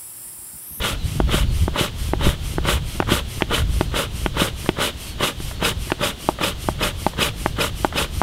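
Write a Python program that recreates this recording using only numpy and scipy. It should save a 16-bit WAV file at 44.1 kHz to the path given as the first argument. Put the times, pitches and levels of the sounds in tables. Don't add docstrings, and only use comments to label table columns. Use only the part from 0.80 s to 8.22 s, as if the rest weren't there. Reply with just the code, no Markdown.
import sys
import numpy as np
from scipy import signal
from scipy.fft import rfft, irfft
from scipy.io import wavfile

SR = 44100
rng = np.random.default_rng(int(sys.argv[2]) if len(sys.argv) > 2 else 0)


def waveform_to_disk(signal):
    frames = np.transpose(np.atleast_2d(signal))
    scaled = np.clip(frames, -1, 1) * 32767
    samples = np.round(scaled).astype(np.int16)
    wavfile.write(sys.argv[1], SR, samples)


N = 327222
TIME_S = np.arange(N) / SR

# (start [s], length [s], effort [dB])
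SQUEEZES = [(-.026, 0.2, -1.5), (0.461, .2, -1.5), (0.928, .18, -1), (1.378, .19, -2.5), (1.821, 0.18, .5),
            (2.258, .17, 1), (2.677, .17, -1.5), (3.109, 0.17, -0.5), (3.537, .18, 0.5), (3.956, 0.17, .5),
            (4.376, .16, 1), (4.794, .15, 2), (5.18, .16, 0), (5.581, .16, 0), (5.979, .15, 0),
            (6.359, 0.16, 1.5), (6.755, .16, 0), (7.127, .15, 0.5)]
# (frequency [Hz], density [dB])
ROAR_COLOUR = [(40, -9), (130, 3.5), (280, 1), (450, 1), (800, -2.5), (1300, -2), (1700, -5.5),
               (2200, -5.5), (3000, -35), (6000, -36)]
# (frequency [Hz], density [dB])
RUSH_COLOUR = [(1200, -16), (2100, -4), (2500, 1.5), (2800, 2.5), (3600, -2.5), (4050, -2), (4300, -8.5),
               (6000, -13.5), (15000, -26)]
# (frequency [Hz], density [dB])
HISS_COLOUR = [(2000, -15), (4000, 1), (6000, -1), (7500, 1.5), (9800, 3), (10500, 0), (12000, 0),
               (13400, -5.5), (14300, -7), (15700, -12)]
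# (centre [Hz], width [Hz], lift [dB])
CAN_RESONANCES = [(302, 270, -0.5), (467, 31, 5), (577, 62, 7.5), (725, 98, -9), (1197, 160, 3.5),
                  (1440, 186, 4.5), (2977, 190, 6.5), (3235, 150, 6.5), (3490, 170, 7.5), (3767, 140, 7.5)]
# (pitch [Hz], waver [Hz], level [dB])
WHISTLE_TONES = [(2520, 46.6, 7), (5066, 67, 2)]
# (frequency [Hz], density [dB])
INTAKE_COLOUR = [(200, -17), (700, -9), (1500, 6.5), (2400, 2.5), (3200, 7.5), (4200, 0.5), (5500, 0.5),
                 (7000, -1), (8800, -1), (11800, -1.5), (13200, -7), (14300, -7), (15700, -16)]
# (centre [Hz], width [Hz], lift [dB])
PORT_RESONANCES = [(1650, 500, -11.5), (3170, 270, -1.5), (3620, 410, -9.5), (6700, 400, -4),
                   (8610, 360, 5.5), (9600, 420, 4.5), (11750, 460, 2.5), (13700, 500, -4), (14350, 550, 4)]
# (time [s], strength [dB], extra crack [dB])
SNAPS = [(0.4022, -2, 2.5), (0.8806, -1, -7), (1.3355, -0.5, -7), (1.7836, -4, -6), (2.2023, 2, 2.5),
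         (2.6218, 0, 4.5), (3.0106, 2.5, -2), (3.4621, -1, 2), (3.891, 3, 3), (5.1196, 1, 8),
         (5.489, 0, -12), (5.8875, -0.5, -8), (6.266, 0.5, -2.5), (6.6608, -1, -1), (7.0474, -.5, 2),
         (7.4165, -1.5, -12)]
CLACK_PART_HZ = [407, 870, 2800]
# (frequency [Hz], level [dB], t60 [s])
BELLOWS_MODES = [(172, -17, 0.02), (342, -15, 0.018), (643, -15.5, 0.016), (830, -13, 0.013),
                 (1064, -13.5, 0.0066), (1490, -20.5, 0.015), (1940, -9, 0.0041), (2530, -19.5, 0.0052),
                 (2800, -8, 0.005), (3280, -6.5, 0.0063)]
# (time [s], level [dB])
BUCKLES = [(.541, -5), (1.009, -8.5), (1.467, -6), (2.318, -4.5), (3.618, -7), (4.601, -20)]
# (time [s], level [dB], brightness [dB/octave])
CREAKS = [(.9585, -16.5, -12), (2.224, -10.5, -5.5), (2.608, -14, -1), (2.715, -8.5, 2), (3.86, -14.5, 5),
          (3.9705, -19, 2), (4.602, -24, -4), (4.712, -21.5, -4), (5.102, -14.5, 5), (5.587, -16, 0),
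          (5.611, -9, -2), (6.334, -20, 3), (7.125, -13.5, 8)]
# (frequency [Hz], level [dB], t60 [s])
CREASE_RING = [(580, -6.5, 0.013), (920, -1, 0.0079), (1200, -8, 0.013), (1680, -5.5, 0.0082),
               (3030, -8, 0.0036)]
# (frequency [Hz], level [dB], t60 [s])
FLAP_RING = [(250, -5.5, 0.012), (1260, -26, 0.0063), (2500, -2, 0.007), (2940, -5.5, 0.0047),
             (3770, -21, 0.0042)]
# (delay [s], level [dB])
ECHO_PATHS = [(.0098, -36), (0.011, -24.5), (0.016, -28.5), (.0222, -30), (.0415, -47)]
# (frequency [Hz], density [dB])
WIND_COLOUR = [(5, -52), (15, 1), (28, -2.5), (42, -0.5), (65, 3), (100, -2.5), (150, -7), (220, -21.5),
               (350, -30), (600, -40.5), (2000, -63)]
# (time [s], level [dB])
GUST_LEVELS = [(0.0, -28), (0.2, -28), (0.35, -19.5), (0.85, -19), (1.0, -31.5), (1.35, -22), (2.0, -22.5),
               (2.7, -30), (2.82, -17.5), (3.05, -24), (3.2, -28.5), (3.65, -26), (4.5, -36.5),
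               (4.8, -26.5), (5.05, -29), (5.3, -36.5), (6.2, -28), (7.42, -28.5)]
# (time [s], level [dB])
SUDDEN_BUFFETS = [(.26, -14.5), (1.469, -12.5)]
# (frequency [Hz], density [dB])
FOLIAGE_COLOUR = [(200, 10), (450, 2), (800, -3), (1600, -5.5), (2300, -7), (3200, 1.5), (4000, -3.5),
                  (5000, -9.5), (7000, -13), (10000, -16.5), (15700, -23)]
# (start [s], length [s], first pitch [Hz], last pitch [Hz], level [dB])
BIRD_NOTES = [(.16, .12, 4130, 3850, -40), (.46, .08, 4400, 4330, -42), (.66, .09, 4270, 4330, -43),
              (3.04, .1, 4240, 4130, -45), (4.25, .1, 4460, 4300, -42), (4.74, .08, 4420, 4300, -45)]

LAST_CYCLE_S = 0.38
KNOCK_DB, BRISK_KNOCK_DB, BRISK_FROM_S = -10, -1, 5.3
FOLD_AFTER_S, FOLD_CREAK_DB, FOLD_THUD_DB = .032, -14, -16
UNFOLD_BEFORE_S, UNFOLD_THUD_DB = .048, -25
CUTOFF_HZ = 15600


def from_db(db):
    return 10 ** (np.asarray(db) / 20)


def rms_one(x):
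    return x / np.sqrt(np.mean(x ** 2) + 1e-20)


def drift(rate_hz):
    pole = np.exp(-2 * np.pi * rate_hz / SR)
    white = rng.standard_normal(N + SR)
    settled = signal.lfilter([1], [1, -2 * pole, pole * pole], white)[SR:]
    return rms_one(settled)


def noise(colour, resonances=()):
    hz = np.arange(N // 2 + 1) * SR / N + 1e-3
    points_hz, levels_db = np.transpose(colour)
    db = np.interp(np.log(hz), np.log(points_hz), levels_db)
    for centre_hz, width_hz, lift_db in resonances:
        db = db + lift_db / (1 + (2 * (hz - centre_hz) / width_hz) ** 4)
    return rms_one(irfft(rfft(rng.standard_normal(N)) * from_db(db), N))


def ring(push, hz, t60_s):
    pole = from_db(-60 / (t60_s * SR))
    step = 2 * np.pi * hz / SR
    return signal.lfilter([.5, 0, -.5], [1, -2 * pole * np.cos(step), pole * pole], push + 1e-18)


def pushes(times_s, sizes, width_s):
    out = np.zeros(N)
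    out[np.clip(np.round(times_s * SR).astype(int), 0, N - 1)] = sizes
    bell = signal.windows.gaussian(441, width_s * SR)
    return np.convolve(out, bell / bell.sum(), "same")


def strokes(starts_s, lengths_s, levels_db, attack, release, rise_power, fall_power,
            surge_db=0, surge_span=0.086):
    out = np.zeros(N)
    for start, length, db in zip(starts_s, lengths_s, levels_db):
        on = (TIME_S > start) & (TIME_S < start + length)
        share = (TIME_S[on] - start) / length
        surge = surge_db * np.exp(-.5 * ((share - attack) / surge_span) ** 2)
        rise = np.minimum(share / attack, 1) ** rise_power
        fall = np.minimum((1 - share) / release, 1) ** fall_power
        out[on] += from_db(db + surge) * rise * fall
    return out


def cycles_s():
    return np.append(np.diff(np.array(SQUEEZES)[:, 0]), LAST_CYCLE_S)


def puffs(roar_db=-25.0, rush_db=-27.0, hiss_db=-30.0, flutter_db=2.0, flutter_hz=90):
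    start, length, effort = np.transpose(SQUEEZES)
    fuel_gain = strokes(start, length, effort + roar_db, attack=0.37, release=0.44,
                        rise_power=0.89, fall_power=0.98, surge_db=4.0)
    nozzle_gain = strokes(start, length, effort + rush_db, attack=0.38, release=0.35,
                          rise_power=1.2, fall_power=1.2, surge_db=5.0)
    jet_gain = strokes(start, length, effort + hiss_db, attack=0.42, release=.35,
                       rise_power=2.2, fall_power=1.83, surge_db=1.6)
    fuel = fuel_gain * noise(ROAR_COLOUR, CAN_RESONANCES)
    nozzle = nozzle_gain * noise(RUSH_COLOUR, CAN_RESONANCES)
    jet = jet_gain * noise(HISS_COLOUR)
    return jet + sum(air * from_db(flutter_db * drift(flutter_hz)) for air in (fuel, nozzle))


def whistle(level_db=-28.5, brisk_cycle_s=0.396, loss_db_per_s=480, peak_share=0.37,
            span_share=0.025, sag_per_s=0.581):
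    out = np.zeros(N)
    wavers = [drift(83) for _ in WHISTLE_TONES]
    for (start, length, _), cycle in zip(SQUEEZES, cycles_s()):
        on = (TIME_S > start) & (TIME_S < start + length)
        age = TIME_S[on] - start - peak_share * length
        db = level_db - loss_db_per_s * max(cycle - brisk_cycle_s, 0)
        swell = from_db(db) * np.exp(-.5 * (age / (span_share * length)) ** 2)
        for (hz, waver_hz, tone_db), waver in zip(WHISTLE_TONES, wavers):
            pitch_hz = hz * (1 - sag_per_s * age) + waver_hz * waver[on]
            tone = np.sqrt(2) * np.sin(2 * np.pi * np.cumsum(pitch_hz) / SR)
            out[on] += from_db(tone_db) * swell * tone
    return out


def intake(level_db=-36.0, overlap_s=0.014, usual_s=0.22, speed_db=8):
    start, length, _ = np.transpose(SQUEEZES)
    pause = cycles_s() - length + overlap_s
    db = level_db + speed_db * np.log10(usual_s / pause)
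    gain = strokes(start + length - overlap_s, pause, db, attack=0.37, release=0.31,
                   rise_power=2.5, fall_power=1.9)
    return gain * noise(INTAKE_COLOUR, PORT_RESONANCES)


def clacks(level_db=9.0, contact_s=.00011, scatter_db=2.1, rebound_s=0.00339, rebound_db=-15,
           timing_spread_s=0.00007, slap_db=-3.5, slap_hz=950, slap_t60_s=.0022):
    time, strength, crack = np.transpose(SNAPS)
    knock = np.where(time > BRISK_FROM_S, BRISK_KNOCK_DB, KNOCK_DB)
    parts_db = np.transpose([strength, strength + knock, strength + crack])
    chance = rng.standard_normal((len(time), len(BELLOWS_MODES), 2))
    slap = pushes(time, from_db(slap_db + strength + knock), contact_s)
    out = ring(slap, slap_hz, slap_t60_s)
    for (hz, mode_db, t60_s), luck, shift in zip(BELLOWS_MODES, *chance.T):
        db = np.array([np.interp(np.log(hz), np.log(CLACK_PART_HZ), row) for row in parts_db])
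        size = from_db(level_db + db + mode_db + scatter_db * luck)
        hit = time + timing_spread_s * shift
        all_times = np.append(hit, hit + rebound_s)
        all_sizes = np.append(size, size * from_db(rebound_db))
        out += ring(pushes(all_times, all_sizes, contact_s), hz, t60_s)
    return out


def thuds(level_db=19.0, contact_s=0.00046, delay_s=0.00228):
    folds = [(start + FOLD_AFTER_S - delay_s, FOLD_THUD_DB + effort)
             for start, _, effort in SQUEEZES[1:]]
    unfolds = [(time - UNFOLD_BEFORE_S, UNFOLD_THUD_DB) for time, _, _ in SNAPS]
    time, db = np.transpose(BUCKLES + folds + unfolds)
    push = pushes(time + delay_s, from_db(db + level_db), contact_s)
    return sum(from_db(mode_db) * ring(push, hz, t60_s) for hz, mode_db, t60_s in BELLOWS_MODES)


def creases(level_db=-3.5, slips_per_s=700, rate_spread=.18, fall_s=0.0037, jitter=0.13,
            contact_s=.00008, pivot_hz=1100, count=10):
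    folds = [(start + FOLD_AFTER_S, FOLD_CREAK_DB + effort, 0) for start, _, effort in SQUEEZES[1:]]
    time, db, bright = np.transpose(CREAKS + folds)[:, :, None]
    chance = rng.standard_normal((len(time), count + 1))
    rate_per_s = slips_per_s * np.exp(rate_spread * chance[:, :1])
    age = (np.cumsum(1 + jitter * chance[:, 1:], axis=1) - .5) / rate_per_s
    size = from_db(db + level_db) * np.exp(-(age / fall_s) ** 2 / 2)
    out = np.zeros(N)
    for hz, mode_db, t60_s in CREASE_RING:
        mode_gain = from_db(mode_db + bright * np.log2(hz / pivot_hz))
        push = pushes((time + age).ravel(), (size * mode_gain).ravel(), contact_s)
        out += ring(push, hz, t60_s)
    return out


def flaps(level_db=-25.0, scatter_db=3, before_end_s=0.033, bounce_s=0.0017, contact_s=.00005, count=4):
    start, length, effort = np.transpose(SQUEEZES)
    gaps = bounce_s * rng.uniform(0, 1.8, (len(start), count))
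    times = (start + length - before_end_s)[:, None] + np.cumsum(gaps, axis=1)
    db = level_db + effort + scatter_db * rng.standard_normal(len(start))
    push = pushes(times.ravel(), np.repeat(from_db(db), count), contact_s)
    return sum(from_db(mode_db) * ring(push, hz, t60_s) for hz, mode_db, t60_s in FLAP_RING)


def echoes(x, dull_hz=3000):
    dull = signal.sosfilt(signal.butter(1, dull_hz, fs=SR, output="sos"), x)
    return sum(from_db(db) * np.interp(TIME_S - delay_s, TIME_S, dull, left=0)
               for delay_s, db in ECHO_PATHS)


def wind(level_db=-0.5, wander_db=2.5, wander_hz=9, buffet_s=0.016):
    gust_db = np.interp(TIME_S, *np.transpose(GUST_LEVELS)) + wander_db * drift(wander_hz)
    sudden = sum(from_db(db) * np.exp(-.5 * ((TIME_S - time) / buffet_s) ** 2)
                 for time, db in SUDDEN_BUFFETS)
    return from_db(level_db) * np.hypot(from_db(gust_db), sudden) * noise(WIND_COLOUR)


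def foliage(level_db=-37.5):
    return from_db(level_db) * noise(FOLIAGE_COLOUR)


def bird(level_db=-0.5, waver_hz=75):
    out, waver = np.zeros(N), waver_hz * drift(90)
    for start, length, first_hz, last_hz, db in BIRD_NOTES:
        on = (TIME_S > start) & (TIME_S < start + length)
        share = (TIME_S[on] - start) / length
        pitch_hz = first_hz + (last_hz - first_hz) * share + waver[on]
        tone = np.sin(2 * np.pi * np.cumsum(pitch_hz) / SR)
        out[on] += from_db(db + level_db) * np.sin(np.pi * share) * tone
    return out


def scene():
    smoker = puffs() + whistle() + intake() + clacks() + thuds() + creases() + flaps()
    garden = wind() + foliage() + bird()
    return np.tile(smoker + echoes(smoker) + garden, (2, 1))


def record(dry):
    steep = signal.ellip(10, .1, 90, CUTOFF_HZ, fs=SR, output="sos")
    return signal.sosfilt(steep, np.clip(dry, -1, 1))


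dry = scene()
out = record(dry)
waveform_to_disk(out)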